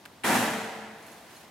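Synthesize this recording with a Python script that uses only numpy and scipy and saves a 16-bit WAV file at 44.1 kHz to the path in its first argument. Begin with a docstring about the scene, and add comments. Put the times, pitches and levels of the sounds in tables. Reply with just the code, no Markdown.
"""Something heavy of steel bangs down far off in a large workshop hall.
A short clang arrives first; echoes pile up into a roar that dies away, treble first,
while the steel rings on. Close by are a small double click and two soft scuffs of
someone stepping along, with light metal clinks, over a quiet ventilation rush."""
import sys
import numpy as np
from scipy import signal
from scipy.fft import rfft, irfft
from scipy.io import wavfile

SR = 44100
rng = np.random.default_rng(int(sys.argv[2]) if len(sys.argv) > 2 else 0)


def bounce(signal):
    """Save signal as a 16-bit WAV file at the path given by the first command-line argument."""
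    frames = np.transpose(np.atleast_2d(signal))
    limited = np.clip(frames, -1, 1)
    pcm = np.round(limited * 32767).astype(np.int16)
    wavfile.write(sys.argv[1], SR, pcm)


N = 66150
BANG_S = .236

# The clang and its first echoes: t/s, level/dB, lowest f/Hz, highest f/Hz, fade time/s
# (a fade time, or t60, is how long a sound takes to drop by 60 dB)
CLANG_ARRIVALS = [(.236, -31.5, 1420, 3200, 0.16), (0.2357, -42, 7650, 11300, 0.17),
                  (0.2439, -24.5, 200, 1010, 0.027), (0.2525, -27.5, 1000, 2470, 0.1),
                  (0.2702, -30, 200, 1110, 0.049), (0.282, -20, 530, 1030, 0.017),
                  (0.351, -24, 563, 2000, 0.094)]

def clang():
    """The blow reaches us straight through the air, then off the nearest walls."""
    return sum(from_db(db) * burst(s, low, high, t60) for s, db, low, high, t60 in CLANG_ARRIVALS)


# Tone colour of the roar: f/Hz, relative level/dB
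ROAR_SPECTRUM = [(50, -38), (85, -23), (115, -11), (145, -15), (180, -5.5), (235, 0), (290, -5),
                 (364, -8.5), (470, -11.5), (590, -6.5), (740, -6), (925, -7.5), (1130, -11), (1470, -8),
                 (1860, -8.5), (2350, -13), (3000, -15), (4700, -21), (7500, -20), (11500, -22),
                 (15200, -33.5)]
# How long the hall echoes: f/Hz, fade time/s
HALL_FADE = [(100, 1.7), (230, 1.08), (500, 1.43), (900, 1.56), (1300, 1.47), (1800, 1.53), (3500, 1.38),
             (7000, 1.156), (11000, 0.86), (15000, 0.84)]
# The lingering echo of the hall's far bays, next to the roar: f/Hz, relative level/dB
FAR_ECHO = [(120, -26), (220, -22.5), (350, -21), (650, -19), (950, -20), (1300, -29), (1900, -22.5),
            (4000, -37), (10000, -46)]

def hall_roar():
    """Countless echoes of the blow blur together; each band of pitch dies at its own rate."""
    out, hold_s = 0, .13
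    grain_db = .75 * drift(240)  # separate echoes roughen the roar
    for hz, noise in noise_bands(ROAR_SPECTRUM):
        rough = from_db(grain_db / (1 + (700 / hz) ** 2))  # mostly above 700 Hz
        build_s = .01 * (1 + (117 / hz) ** 2)  # the bass builds up more slowly
        main = swell(build_s, hold_s, at_hz(HALL_FADE, hz))
        far = from_db(at_hz(FAR_ECHO, hz)) * swell(.01, hold_s, t60=5.44)
        out = out + noise * rough * np.hypot(main, far)
    return from_db(-24) * out


# The steel's ringing tones: f/Hz, level/dB, hold time/s, fade time/s, throb rate/Hz,
# throb depth (positive starts in a dip, negative on a swell)
STEEL_TONES = [(113.8, -45, 0.16, 0.68, 7.5, -0.25), (217, -38.5, 0.25, 1.55, 3.08, -0.77),
               (245.3, -27, 0.053, 0.79, 6.14, 0.38), (340.5, -28.5, 0.027, 0.5, 5.4, -0.1),
               (377, -32, 0.063, 0.44, 5.9, 0.26), (449.2, -41, 0.39, 1.42, 8.17, 0.12),
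               (610, -40.5, 0.23, 1.36, 5.7, 0.19), (682, -49, 0.12, 3.1, 7.6, 0.92),
               (726.5, -48, .2, 2, 5.15, .3), (759, -39, 0.12, 1.7, 6.46, 0.19),
               (802, -41.5, 0.15, 1.85, 3.96, 0.24), (816, -37.5, 0.12, 0.57, 4.3, 0.28),
               (896, -37, .1, 0.88, 12.1, 0.52), (938, -35, 0.066, 1.13, 5.57, 0.95),
               (1372, -38.5, 0.049, 0.62, 6.5, 0.33), (1685, -41.5, 0.07, 1.4, 11.1, 0.72),
               (1723, -42.5, 0.1, 1.7, 6.1, 1), (1157, -39, 0.11, 0.65, 7, .4),
               (1247, -46, 0.11, 1.28, 4.2, 0.47), (1895, -45, 0.096, 1.9, 7.55, 0.56),
               (1997, -44, 0.09, 1.2, 9.5, 0.64), (2369, -43.5, 0.091, 1, 5.9, 0.59),
               (2620, -42.5, 0.11, 0.83, 5, 0.29)]

def steel_ring():
    """Each tone throbs against a close twin, and wavers as its paths through the hall mix."""
    out, age = 0, since(BANG_S)
    for hz, db, hold_s, t60, throb_hz, depth in STEEL_TONES:
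        waver = 1 + .18 * (drift(11) + 1j * drift(11))
        throb = 1 - depth * np.exp(-2j * np.pi * throb_hz * age)
        tone = np.exp(2j * np.pi * (hz * age + rng.random()))
        ring = np.real(waver * throb * tone)
        out = out + from_db(db) * ring * swell(.046, hold_s, t60) * balance(hz)
    return out


# How far the left channel's wave runs ahead: f/Hz, phase/rad
LEFT_LEAD = [(60, .25), (130, 0.15), (220, 0), (330, 0.15), (1000, 0.042), (3300, 0.16), (8000, 0)]

def from_left(sound):
    """The bang comes from the left, so its waves get there a little sooner."""
    hz = np.maximum(np.fft.rfftfreq(2 * N, 1 / SR), 1)
    turn = np.exp(1j * at_hz(LEFT_LEAD, hz) * np.array([[.5], [-.5]]))
    return irfft(rfft(sound, 2 * N) * turn)[:, :N]


# The two halves of the double click: t/s, level/dB, ringing f/Hz
DOUBLE_CLICK = [(0.0541, -40.5, 3170), (0.0586, -38.5, 1950)]

def clicks():
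    """Each click is a brief ring, a bright snap, a dull knock and a little room echo."""
    out = 0
    for s, db, hz in DOUBLE_CLICK:
        ring = burst(s, hz / 1.51, hz * 1.29, t60=.023)
        snap = from_db(-3.5) * burst(s, 2200, 13400, t60=.0093)
        knock = from_db(-7) * burst(s, 550, 1300, t60=.031)
        room = from_db(-17) * burst(s, 480, 13000, t60=.088)
        out = out + from_db(db) * (ring + snap + knock + room)
    return out


# The scuffing steps: middle t/s, half length/s, level/dB
STEPS = [(1.113, 0.096, -55.5), (1.372, 0.066, -54.5)]
# Tone colour of a scuff: f/Hz, relative level/dB
SCUFF_SPECTRUM = [(200, -15), (700, -0.5), (1500, -0.5), (3000, -3), (6000, -7), (10000, -9.5),
                  (15500, -16)]

def scuffs():
    """Grainy rubbing that swells and fades with each step."""
    t = np.arange(N) / SR
    strokes = sum(from_db(db) / np.hypot(1, ((t - s) / half) ** 2) for s, half, db in STEPS)
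    grain = from_db(drift(71))
    return strokes * grain * sum(noise for _, noise in noise_bands(SCUFF_SPECTRUM))


# Light touches of metal: t/s, ring level/dB, scrape level/dB
METAL_TOUCHES = [(1.022, -67, -72), (1.063, -68, -56.5), (1.1155, -59, -63), (1.3614, -62, -66.5)]
# The tones each touch sets ringing: f/Hz, relative level/dB
CLINK_TONES = [(4270, 5), (6320, -5), (6650, 2), (8380, -9), (9900, -7), (10200, 2)]

def clinks():
    """Small metal pieces touch, giving a thin scrape and a few high, short tones."""
    out, width_hz = 0, 65
    for s, ring_db, scrape_db in METAL_TOUCHES:
        ring = sum(from_db(db) * burst(s, hz - width_hz / 2, hz + width_hz / 2, t60=.13)
                   for hz, db in CLINK_TONES)
        scrape = burst(s, 7000, 13900, t60=.27)
        rise = 1 - np.exp(-since(s) / .0013)
        out = out + (from_db(ring_db) * ring + from_db(scrape_db) * scrape) * rise
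    return out


# Tone colour of the moving air: f/Hz, relative level/dB
AIR_SPECTRUM = [(28, -5), (55, -4), (90, -1.5), (140, -3.5), (190, 0), (230, -2), (320, -1.5), (460, -4),
                (900, -3), (1170, -8), (2300, -12), (3700, -14), (7500, -20.5), (12000, -23.5),
                (15500, -29.5)]

def ventilation():
    """Air rushes steadily in the background."""
    return from_db(-53.5) * sum(noise for _, noise in noise_bands(AIR_SPECTRUM))


# How alike left and right sound in the hall: f/Hz, likeness (1 = the same)
STEREO_LIKENESS = [(60, .94), (250, .9), (700, .78), (1400, .72), (2800, .6), (5500, .36), (9000, .4),
                   (13000, .88)]

def band_noise(low, high):
    """Stereo noise from low to high Hz, partly shared by both channels; strength about 1."""
    edges = [low, np.clip(high, low * 1.005, SR * .47)]
    band = signal.butter(3, edges, "band", fs=SR, output="sos")
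    mid, side = signal.sosfilt(band, rng.standard_normal((2, N + SR // 4)))[:, -N:]
    hz = np.sqrt(low * high)
    alike = at_hz(STEREO_LIKENESS, hz)
    stereo = np.sqrt(1 + alike) * mid + np.sqrt(1 - alike) * side * [[1], [-1]]
    return rms_one(stereo) * balance(hz)


# How much louder the left is than the right: f/Hz, level/dB
LEFT_BOOST = [(100, 0.1), (350, 1.1), (1400, 0), (3000, 0.1), (10000, -1)]

def balance(hz):
    """Left and right volume at one frequency."""
    return from_db(at_hz(LEFT_BOOST, hz) * np.array([[.5], [-.5]]))


def noise_bands(spectrum):
    """Narrow noises as (middle Hz, sound); together they have this tone colour and strength about 1."""
    edges = np.geomspace(25, 17000, 29)
    centres = np.sqrt(edges[1:] * edges[:-1])
    gains = from_db(at_hz(spectrum, centres)) * np.sqrt(np.diff(edges))
    gains = gains / np.linalg.norm(gains)
    return [(hz, gain * band_noise(low, high))
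            for hz, gain, low, high in zip(centres, gains, edges, edges[1:])]


def burst(s, low, high, t60):
    """Noise from low to high Hz that starts sharply at time s and dies away."""
    return band_noise(low, high) * (since(s) > 0) * fade(since(s), t60)


def swell(build_s, hold_s, t60):
    """Loudness of the echoes: a tiny gap after the bang, then they build up, hold and die away."""
    rise = 1 - np.exp(-since(BANG_S + .0025) / build_s)
    return rise * fade(since(BANG_S + hold_s), t60)


def drift(rate_hz):
    """A random wobble of strength about 1, mostly slower than rate_hz."""
    hz = np.fft.rfftfreq(2 * N, 1 / SR)
    spectrum = rfft(rng.standard_normal(2 * N)) / (1 + (hz / rate_hz) ** 2)
    return rms_one(irfft(spectrum))[:N]


def fade(age, t60):
    """Drop by 60 dB every t60 seconds."""
    return from_db(-60 * age / t60)


def since(s):
    """Seconds since a moment, zero before it."""
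    return np.maximum(np.arange(N) / SR - s, 0)


def at_hz(table, hz):
    """Read between a table's rows along a scale of pitch."""
    freqs, values = np.array(table).T
    return np.interp(np.log(hz), np.log(freqs), values)


def from_db(db):
    """Turn decibels into a volume factor."""
    return 10 ** (np.asarray(db) / 20)


def rms_one(x):
    """Scale to an average strength (rms) of 1."""
    return x / np.sqrt(np.mean(x ** 2) + 1e-20)


def scene():
    """The bang and its ring, the small near sounds and the background."""
    bang = from_left(clang() + hall_roar() + steel_ring())
    return bang + clicks() + scuffs() + clinks() + ventilation()


def record(dry):
    """The microphone drops the deep bass; the highest treble is cut steeply."""
    bass_cut = signal.butter(3, 77, "high", fs=SR, output="sos")
    treble_cut = signal.ellip(12, .1, 80, 15850, fs=SR, output="sos")
    return signal.sosfilt(treble_cut, signal.sosfilt(bass_cut, dry))


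dry = scene()
out = record(dry)
bounce(out)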